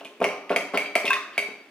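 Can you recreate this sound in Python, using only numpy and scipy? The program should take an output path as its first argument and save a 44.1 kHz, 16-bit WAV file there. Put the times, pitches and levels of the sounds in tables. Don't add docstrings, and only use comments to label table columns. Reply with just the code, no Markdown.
import sys
import numpy as np
from scipy import signal
from scipy.fft import rfft, irfft, next_fast_len
from scipy.io import wavfile

SR = 44100
rng = np.random.default_rng(int(sys.argv[2]) if len(sys.argv) > 2 else 0)


def elevation(decibels):
    levels = np.asarray(decibels, float)
    return 10 ** (levels / 20)


def store_wav(level_fs):
    pcm = np.round(np.clip(np.atleast_2d(level_fs), -1, 1) * 32767)
    wavfile.write(sys.argv[1], SR, pcm.T.astype(np.int16))


N = 74970


def read(points, hz):
    point_hz, value = np.transpose(points)
    return np.interp(np.log(hz + 1), np.log(point_hz + 1), value)


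def add(mix, start_s, sound):
    part = mix[max(round(start_s * SR), 0):][:len(sound)]
    part += sound[:len(part)]


def butter(x, order, cut_hz, kind="low"):
    return signal.sosfilt(signal.butter(order, cut_hz, kind, fs=SR, output="sos"), x)


def ring(modes, rise_s, scale=1, spread=0):
    hz, db, t60_s = np.transpose(modes)[:, :, None]
    t = np.arange(round(t60_s.max() * SR) + 600) / SR
    hz = hz * scale * (1 + spread * rng.uniform(-1.15, 1, hz.shape))
    sines = elevation(db - 60 * t / t60_s) * np.sin(2 * np.pi * hz * t)
    return sines.sum(0) * (1 - np.exp(-t / rise_s))


def tick():
    decay_s, rise_s = 0.0029, 0.0014
    low_cut_hz, top_hz = 4100, 8600
    t = np.arange(600) / SR
    crack = rng.standard_normal(600) * np.exp(-t / decay_s) * (1 - np.exp(-t / rise_s))
    return butter(butter(crack, 1, top_hz), 2, low_cut_hz, "high")


def diffuse_pair(count, hz):
    # (frequency [Hz], share [0-1])
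    likeness = [(350, .995), (700, .93), (1000, .8), (2000, .6), (4000, .2), (12000, .3)]
    a, b, c, d = rng.standard_normal((count, len(hz), 4)).T
    same = np.clip(read(likeness, hz), 0, 1)[:, None]
    left = a + 1j * b
    right = same * left + np.sqrt(1 - same ** 2) * (c + 1j * d)
    return np.array([left, right])


def hush():
    # (frequency [Hz], density [dB per Hz])
    air_spectrum = [(24, -59), (40, -33), (103, 25.5), (449, 9.5), (903, -2), (2450, 2), (5440, -14),
                    (6640, -16), (15500, -22.5)]
    hush_db, low_cut_hz = -54, 267
    earlier_db, earlier_t60_s = -51.5, 0.18
    hz = np.fft.rfftfreq(1024, 1 / SR)
    spectra = diffuse_pair(N // 256 + 5, hz) * elevation(read(air_spectrum, hz))[:, None]
    air = signal.istft(spectra, nperseg=1024, noverlap=768)[1][:, :N]
    air = butter(air, 4, low_cut_hz, "high")
    earlier = elevation(earlier_db - 60 * np.arange(N) / SR / earlier_t60_s)
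    return (elevation(hush_db) + earlier) * air / air.std()


def counter_hum():
    counter_hz = [215, 282, 413, 484, 592, 655, 871, 1055]
    # (level [dB], t60 [s])
    counter_decay = [(-11, 0.053), (-11.5, 0.099), (-10.5, 0.2), (-34, 0.21), (-12.5, 0.081), (-26.5, 0.13),
                     (-28, 0.42), (-15, 0.12)]
    return ring(np.c_[counter_hz, counter_decay], 0.0022)


def rattle():
    # (start [s], length [s], level [dB], rate [clicks per s])
    clumps = [(0.216, 0.024, -46, 780), (0.501, 0.034, -42, 620), (0.735, 0.028, -39, 840),
              (1.328, 0.053, -49.5, 370)]
    # (multiple of pitch, level [dB], t60 [s])
    click_modes = [(1, 16, 0.0032), (1.45, 0.5, 0.019), (2.1, -26, 0.011), (3.3, 5, 0.00073)]
    # (lowest [Hz], highest [Hz])
    low_hz, high_hz = (1280, 3330)
    out = np.zeros(N)
    for start_s, length_s, db, per_s in clumps:
        clicks = rng.random((40, 3))[:round(per_s * length_s)]
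        for when, pitch, smallness in clicks:
            hz = low_hz * (high_hz / low_hz) ** pitch
            click = ring(click_modes, 0.000069, hz)
            add(out, start_s + when * length_s, elevation(db - 5.4 * smallness) * click)
    return out


def glass():
    # (time [s], level [dB])
    wall_hits = [(1.1043, -14.5)]
    # (frequency [Hz], level [dB], t60 [s])
    wall_modes = [(1590, 4, .027), (2600, 0, .2), (3620, -12, .03), (1300, -3, .012)]
    # (frequency [Hz], level [dB], t60 [s])
    bell_modes = [(1052, -3, .11), (1105, -19, .4)]
    rise_s, bell_db, tick_db = .0012, 2.5, -5.5
    choke_s, choke_fade_s, choke_db = .0135, 0.00038, -17
    out = np.zeros(N)
    for start_s, db in wall_hits:
        wall = ring(wall_modes, rise_s)
        t = np.arange(len(wall)) / SR
        choke = np.clip((t - choke_s) / choke_fade_s, 0, 1)
        add(out, start_s, elevation(db + choke_db * choke) * wall)
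        add(out, start_s, elevation(db + bell_db) * ring(bell_modes, rise_s))
        add(out, start_s, elevation(db + tick_db) * tick())
    return out


def ice():
    # (time [s], level [dB], pitch [Hz], weight felt by the counter [dB])
    thuds = [(.0095, -41, 570, -32), (0.013, -28, 673, -5), (0.051, -32.5, 570, 0),
             (0.202, -24.5, 400, 0.5), (0.214, -13, 533, -6.5), (0.2184, -6.5, 622, -6.5),
             (0.234, -27.5, 660, 12), (0.2469, -9, 615, -8), (.264, -25, 506, 5.5), (0.504, -11.5, 499, -1),
             (0.5074, -13.5, 690, -9.5), (.514, -11.5, 518, -12), (.525, -17, 690, -9),
             (0.542, -19, 480, -11), (.562, -15.5, 607, -8), (.5662, -13.5, 636, -7), (0.7377, -18, 585, 7),
             (.7418, -14.5, 670, -16), (.753, -18, 557, -6.5), (.759, -22.5, 550, -18),
             (.7785, -16, 638, -15.5), (0.9555, -19, 696, -7.5), (.9572, -10, 653, -25),
             (.9602, -10, 652, -22.5), (.9655, -23.5, 660, -11), (.98, -22, 635, -28),
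             (0.7648, -26.5, 620, 1), (1.0446, -19.5, 464, -2), (1.058, -22, 620, -4), (1.079, -24, 560, 2),
             (1.3796, -16.5, 654, -7), (1.486, -28, 396, -6), (1.512, -40, 373, 1), (1.534, -45, 340, -32),
             (.0325, -39, 710, -6), (.533, -24, 555, -25)]
    # (multiple of pitch, level [dB], t60 [s])
    thud_modes = [(1, 8.5, 0.0079), (1.4, -48, 0.022), (1.9, -10, 0.021), (3.9, -6, 0.0047)]
    out, hum = np.zeros(N), counter_hum()
    for start_s, db, hz, weight_db in thuds:
        add(out, start_s, elevation(db) * ring(thud_modes, 0.00083, hz, .008))
        add(out, start_s, elevation(db + weight_db) * hum)
    return out


def spoon():
    # (time [s], level [dB], pitch [Hz], tick [dB], t60 [s])
    clinks = [(.0087, -32.5, 2890, -50, 0.0098), (0.0483, -26, 3050, -12.5, 0.0082),
              (.0605, -37, 2480, -12, 0.011), (0.2428, -37.5, 5700, -40, 0.021),
              (0.242, -23.5, 2990, -43, 0.017), (0.288, -31.5, 2284, -40, 0.084),
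              (.5615, -26, 3040, -46, 0.02), (0.568, -46, 4583, -40, 0.15), (.498, -24, 2770, -21, 0.0068),
              (0.519, -24, 2610, -25, 0.013), (.226, -29.5, 3070, -5, 0.01), (0.234, -27, 2600, -24, 0.014),
              (0.054, -31, 2470, -18, 0.017), (0.203, -33, 2440, -8, 0.014),
              (0.2418, -7.5, 2290, -15, 0.01), (0.4951, -16, 2250, -26.5, 0.0056),
              (0.5103, -26.5, 1398, -8.5, 0.045), (.858, -29, 2320, -40, 0.09),
              (0.5618, -5, 2263, -14.5, 0.011), (0.7368, -33, 2340, -9, 0.0098),
              (.783, -26, 2350, -49, 0.025), (.7925, -22, 2250, -34, 0.025),
              (.2505, -19.5, 2220, -30, .015), (.263, -35, 2370, -30, 0.028),
              (0.7479, -22, 1330, -15, 0.016), (0.774, -7.5, 2312, -13, 0.012),
              (0.954, -6.5, 2230, -10.5, 0.015), (.9632, -19, 2340, -14, 0.034),
                   (1.036, -30, 2070, -28, 0.02), (1.0535, -24.5, 2175, -11, 0.022),
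                   (1.0540, -21, 3500, -6, 0.015), (1.0586, -19.5, 2516, -11, 0.019),
                   (1.066, -19, 2750, -10, .015), (1.0785, -27, 2530, -9, 0.012),
                   (1.0775, -23, 2076, -20, 0.022), (1.079, -14, 2650, -26, 0.022),
                   (1.1318, -8.5, 1870, -18.5, 0.0081), (1.1307, -25, 3610, -10, 0.032),
                   (1.136, -21, 2150, -12, 0.016), (1.139, -25, 2750, -27, 0.023),
                   (1.1398, -21.5, 2530, -23, 0.035), (1.165, -27.5, 1220, -43, 0.045),
                   (1.193, -60, 1620, -11, 0.065), (1.3788, -12, 2281, -10.5, 0.026),
                   (1.390, -16.5, 2249, -11.5, 0.028), (1.4265, -30.5, 2251, -31, 0.085),
                   (0.81, -34, 2302, -48, 0.26)]
    # (multiple of pitch, level [dB], share of the clink's t60)
    clink_modes = [(1, 6.5, 0.56), (.99, -22.5, 2.6), (1.13, -10, 0.98), (1.37, -16, 1.56),
                   (.78, 0.5, 0.15), (2.03, -18.5, 1.05), (1.7, -8.5, 0.31)]
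    # (frequency [Hz], level [dB], t60 [s])
    spoon_modes = [(5800, -7, .007), (8500, -10, .007), (10300, -7, .008)]
    out = np.zeros(N)
    for start_s, db, hz, tick_db, t60_s in clinks:
        clink = ring(np.multiply(clink_modes, [hz, 1, t60_s]), 0.00063)
        add(out, start_s, elevation(db) * clink)
        add(out, start_s, elevation(db + tick_db) * ring(spoon_modes, .0002, 1, .04))
        add(out, start_s, elevation(db + tick_db) * tick())
    return out


def direct_and_echoes(near):
    # (delay [s], left [dB], right [dB])
    echoes = [(.0021, -69, -60), (.0044, -11.5, -3), (.0088, -6, -10), (.0125, -11.5, -15.5),
              (0.0222, -12, -10), (.046, -14, -12.5)]
    top_hz, low_hz, pan_db = 4380, 980, 0.54
    taps = np.zeros((2, SR // 10))
    for k, (delay_s, left_db, right_db) in enumerate(echoes):
        taps[0, round(delay_s * SR)] = elevation(left_db)
        taps[1, round(delay_s * SR) + k % 3] = elevation(right_db)
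    taps = butter(taps, 2, top_hz)
    taps = taps - 0.59 * butter(taps, 1, low_hz)
    taps[:, 0] = elevation(pan_db), elevation(-pan_db)
    return signal.fftconvolve(near[None], taps, axes=1)[:, :N]


def tails(far):
    # (frequency [Hz], t60 [s])
    decay_t60 = [(170, 1), (400, 0.5), (1000, 0.81), (2300, 0.55), (5000, 0.58), (10000, 0.35),
                 (15000, 0.38)]
    # (frequency [Hz], level [dB])
    colour = [(200, 0.5), (600, -3.5), (1500, 2.5), (3000, 0.5), (6000, 8), (12000, 5.5)]
    tail_db, low_cut_hz, turns_per_s = 0.68, 105, 3.7
    build_s, treble_build_s, treble_hz = .013, 0.001, 4380
    hz = np.fft.rfftfreq(128, 1 / SR)[:, None]
    t = np.arange(1000) * 32 / SR
    build = np.clip(t / np.where(hz > treble_hz, treble_build_s, build_s), 0, 1) ** 2
    shape = build * elevation(read(colour, hz) - 60 * t / read(decay_t60, hz))
    far = butter(far, 4, low_cut_hz, "high")
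    out = np.zeros((2, N))
    for k in range(3):
        spectra = diffuse_pair(1000, hz[:, 0]) * shape
        tail = signal.istft(spectra, nperseg=128, noverlap=96)[1]
        tail = tail / np.linalg.norm(tail[0])
        share = np.sqrt(2 / 3) * np.cos(2 * np.pi * (np.arange(N) / SR * turns_per_s + k / 3))
        out += elevation(tail_db) * signal.fftconvolve((far * share)[None], tail, axes=1)[:, :N]
    return out


def scene():
    wall_wet_db = -7
    air = hush()
    wall = glass()
    drink = rattle() + ice() + spoon()
    return direct_and_echoes(drink + wall) + tails(drink + elevation(wall_wet_db) * wall) + air


def roll_off(x):
    return signal.sosfilt(signal.butter(12, 16800, fs=SR, output="sos"), x)


def record(dry):
    left_lead_s, lead_top_hz, top_hz = .00004, 5500, 15750
    low_cut_hz, bass_leak_db = 199.7, -21.5
    length = next_fast_len(N + 4096)
    hz = np.fft.rfftfreq(length, 1 / SR)
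    delay_s = left_lead_s * np.array([[.5], [-.5]])
    response = np.exp(2j * np.pi * np.minimum(hz, lead_top_hz) * delay_s)
    response = response * elevation(-30 * np.clip((hz - top_hz) / 300, 0, 1))
    ports = irfft(rfft(dry, length) * response, length)[:, :N]
    mix = butter(ports, 4, low_cut_hz, "high") + elevation(bass_leak_db) * ports
    return roll_off(mix)


dry = scene()
out = record(dry)
store_wav(out)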